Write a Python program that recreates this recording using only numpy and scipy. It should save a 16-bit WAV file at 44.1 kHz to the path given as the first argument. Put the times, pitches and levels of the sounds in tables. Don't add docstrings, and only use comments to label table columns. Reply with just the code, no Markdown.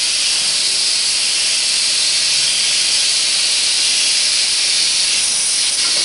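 import sys
import numpy as np
from scipy import signal
from scipy.fft import rfft, irfft
from scipy.io import wavfile
from scipy.ndimage import uniform_filter1d

SR = 44100
rng = np.random.default_rng(int(sys.argv[2]) if len(sys.argv) > 2 else 0)


def materialize(psi):
    bounded = np.clip(np.atleast_2d(psi).T, -1, 1)
    quanta = np.round(bounded * 32767).astype(np.int16)
    wavfile.write(sys.argv[1], SR, quanta)


N = 266364
TIME, HZ = np.arange(N) / SR, np.fft.rfftfreq(N, 1 / SR)


def gain_of(db):
    return 10 ** (np.asarray(db) / 20)


def unit_rms(x):
    return x / np.sqrt(np.mean(x ** 2) + 1e-20)


def bump(peak_s, half_s):
    return np.exp(-((TIME - peak_s) / half_s) ** 2)


def colour_db(points, hz):
    point_hz, db = np.transpose(points)
    return np.interp(np.log(hz + 1), np.log(point_hz + 1), db)


def resonance_db(modes, hz):
    return sum(db / (1 + (2 * (hz - centre) / width) ** 2) for centre, width, db in modes)


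def shaped_noise(spectrum_db):
    return unit_rms(irfft(rfft(rng.standard_normal(N)) * gain_of(spectrum_db), N))


def jitter(samples):
    return unit_rms(uniform_filter1d(rng.standard_normal(N), size=samples))


def wander(step_s):
    knots = np.arange(0, N / SR + 1, step_s)
    return unit_rms(np.interp(TIME, knots, rng.standard_normal(400)[:len(knots)]))


def drift(shape, bins, frames):
    field = uniform_filter1d(rng.standard_normal(shape), bins, axis=0)
    return unit_rms(uniform_filter1d(field, frames, axis=1))


def hall_rumble(level_db=-33.5, stir_db=0.35):
    # frequency in Hz, relative level in dB.
    hall_colour = [(20, -5.5), (50, -5.5), (100, -6), (200, -2), (330, -0.7), (500, -1.7), (610, 3.5),
                   (700, -0.3), (1000, 0), (1350, -1), (2200, -0.5), (5000, -1.5), (11000, -15)]
    # peak time in seconds, half length in seconds, lift in dB.
    swells = [(.44, .13, 3.5), (2.93, .05, 3), (5.3, .2, 1.4)]
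    swell_db = sum(db * bump(peak_s, half_s) for peak_s, half_s, db in swells)
    envelope = gain_of(level_db + stir_db * wander(step_s=0.2) + swell_db)
    return envelope * shaped_noise(colour_db(hall_colour, HZ))


def drive_hums(waver_share=0.014):
    # peak time in seconds, half length in seconds, pitch in Hz, level in dB.
    hums = [(0.75, 0.14, 390, -47), (2.403, 0.19, 140, -46.5)]
    out = np.zeros(N)
    for peak_s, half_s, hz, db in hums:
        wavering_hz = hz * (1 + waver_share * jitter(samples=2000))
        tone = np.sqrt(2) * np.sin(2 * np.pi * np.cumsum(wavering_hz) / SR)
        out += gain_of(db) * tone * bump(peak_s, half_s)
    return out


def machine_knocks(rise_s=0.0034):
    # start in seconds, level in dB, pitch in Hz, spread in octaves,
    # seconds to fall 60 dB, share of clean ring from 0 to 1.
    knocks = [(5.842, -24.5, 1380, .6, 0.16, 0.46), (5.862, -31.5, 368, 0.95, 0.47, 0),
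              (5.938, -35.5, 600, 0.28, 0.42, .5), (5.962, -28, 506, 0.52, 0.28, 0.4),
              (5.97, -40.5, 178, .3, .5, 0.7), (5.985, -35.5, 337, 0.89, 0.37, 0.5)]
    # centre in Hz, width in Hz, lift in dB.
    frame_modes = [(336, 38, 7), (505, 45, 1), (620, 70, 4), (900, 90, -3), (1050, 90, 15), (1370, 120, 13)]
    out = np.zeros(N)
    for start_s, db, hz, spread, t60, ring_share in knocks:
        age = np.maximum(TIME - start_s, 0)
        octaves_off = np.log2((HZ + 1) / hz)
        blow_db = -10 * np.log10(1 + (octaves_off / spread) ** 4)
        shake = np.sqrt(1 - ring_share) * shaped_noise(blow_db + resonance_db(frame_modes, HZ))
        ring = np.sqrt(2 * ring_share) * np.sin(2 * np.pi * hz * age)
        envelope = (1 - np.exp(-age / rise_s)) * np.exp(-np.log(1000) * age / t60)
        out += gain_of(db) * (shake + ring) * envelope
    return out


def air_stream(colour, pinch, level_db, band_hz, ripple_db, flutter_db, surge_db, pitch=1, patch_db=0.5):
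    # centre in Hz, width in Hz, lift in dB.
    cavities = [(1490, 42, 5.5), (1650, 50, 7.5), (2715, 32, 4.5), (3137, 72, -1), (3240, 36, -1),
                (3540, 100, 1), (4240, 40, 3), (4540, 38, 2.5), (7574, 40, 0)]
    # centre in Hz, width in Hz, lift in dB at full pinch.
    edge_tones = [(3870, 180, 4.5), (4460, 410, -8), (4940, 90, 3), (5700, 240, 4.5), (5940, 120, 7.5),
                  (7850, 1700, -3), (9430, 700, 6.5), (10480, 180, 5)]
    hz, frame_s, spectra = signal.stft(rng.standard_normal(N), SR, nperseg=2048, noverlap=1536)
    pitch = np.interp(frame_s, TIME, pitch * np.ones(N))
    edge_db = np.outer(resonance_db(edge_tones, hz), np.interp(frame_s, TIME, pinch))
    cavity_db = resonance_db(cavities, hz)[:, None]
    shape = gain_of(colour_db(colour, hz[:, None] / pitch) + cavity_db + edge_db)
    patches = drift(spectra.shape, bins=60, frames=3)
    ripple = drift(spectra.shape, bins=2, frames=45)
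    shape *= gain_of(patch_db * patches + ripple_db * ripple)
    in_band = (hz > band_hz[0]) & (hz < band_hz[1])
    shape /= np.sqrt((shape[in_band] ** 2).sum(0) / len(hz))
    air = signal.istft(spectra * shape, nperseg=2048, noverlap=1536)[1][:N]
    return air * gain_of(level_db + flutter_db * jitter(samples=500) + surge_db * wander(step_s=0.11))


def blow_off():
    # frequency in Hz, relative level in dB.
    jet_colour = [(900, -34.5), (1400, -24), (1850, -23), (2020, -12.5), (2180, -14), (2400, -9),
                  (3000, -10.5), (3550, -9.5), (3850, -6), (4150, -1.9), (4700, 1.6), (5050, -0.5),
                  (5350, -2), (5580, -2.5), (5850, -6), (6400, -9.5), (10800, -18)]
    vent_colour = [(1200, -25.5), (2000, -12.5), (2350, -4.5), (2700, -1), (2950, -1), (3200, 2.5),
                   (3550, -4.5), (4100, -17), (5500, -26)]
    spray_colour = [(4200, -18.5), (5500, -1.5), (6100, -2.5), (6450, -4), (6800, -2.5), (7500, 0),
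                    (7950, 1), (8300, -1.2), (8650, 2), (8950, -1), (9400, 1.4), (9850, 1.5), (10400, 0),
                    (10900, -1.5)]
    # time in seconds, jet level in dB, vent leak in dB.
    supply = [(0, -19, -32), (0.7, -18.5, -31), (1.4, -19.1, -27.5), (2.0, -18, -28), (4.5, -18, -28.5),
              (6.04, -18, -29.5)]
    # peak time in seconds,
    # half length in seconds, level in dB, shift of the jet's pitch factor.
    valves = [(0.26, 0.28, -26, 0.031), (1.431, .3, -28, 0.04), (2.69, 0.31, -24.5, .06),
              (3.98, .2, -23.5, .035), (5.165, .06, -24, .02), (5.652, .045, -26, -0.055)]
    # time in seconds, pinch from 0 to 1.
    pinch_curve = [(2, 0), (5.195, 0.28), (5.225, 0.85), (5.47, 0.95), (5.57, 0.74), (5.69, 0.54),
                   (5.725, 0.8), (5.76, 0.95), (5.785, 0.25), (6.04, .3)]
    # time in seconds, half length in seconds, depth of the dip in dB.
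    sputters = [(5.712, .01, 4.5), (5.765, .01, 6)]
    pinch = np.interp(TIME, *np.transpose(pinch_curve))
    choke = pinch ** 2.5
    openings = [bump(peak_s, half_s) for peak_s, half_s, _, _ in valves]
    valve_open = sum(openings)
    _, _, open_db, pitch_shifts = np.transpose(valves)
    supply_s, supply_db, leak_db = np.transpose(supply)
    leak_power = gain_of(np.interp(TIME, supply_s, leak_db)) ** 2
    valve_power = np.dot(gain_of(open_db) ** 2, openings)
    jet_db = np.interp(TIME, supply_s, supply_db) - 1.36 * valve_open - 6.3 * choke
    vent_db = 10 * np.log10(leak_power + valve_power) - 4 * choke
    spray_db = -24 + 0.3 * valve_open + 5.5 * choke
    jet_pitch = 0.96 + np.dot(pitch_shifts, openings) + 0.036 * choke
    jet = air_stream(jet_colour, pinch, jet_db, band_hz=(3800, 5300),
                     ripple_db=2.0, flutter_db=0.16, surge_db=0.38, pitch=jet_pitch)
    vents = air_stream(vent_colour, pinch, vent_db, band_hz=(2300, 3500),
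                       ripple_db=3.5, flutter_db=0, surge_db=0.25)
    spray = air_stream(spray_colour, pinch, spray_db, band_hz=(8000, 10800),
                       ripple_db=1.8, flutter_db=0.53, surge_db=0.27)
    dip_db = sum(db * bump(at_s, half_s) for at_s, half_s, db in sputters)
    return (jet + vents + spray) * gain_of(-dip_db)


def scene():
    return (blow_off() + hall_rumble() + drive_hums() + machine_knocks())[None]


def record(dry):
    notch_hz, notch_width_hz, cutoff_hz = 7228, 250, 10890
    offset_hz = HZ - notch_hz
    notched = irfft(rfft(dry) * abs(offset_hz) / np.hypot(offset_hz, notch_width_hz), N)
    lowpass = signal.firwin(1501, cutoff_hz, window=("kaiser", 9), fs=SR)
    return signal.oaconvolve(notched, lowpass[None], "same")


dry = scene()
out = record(dry)
materialize(out)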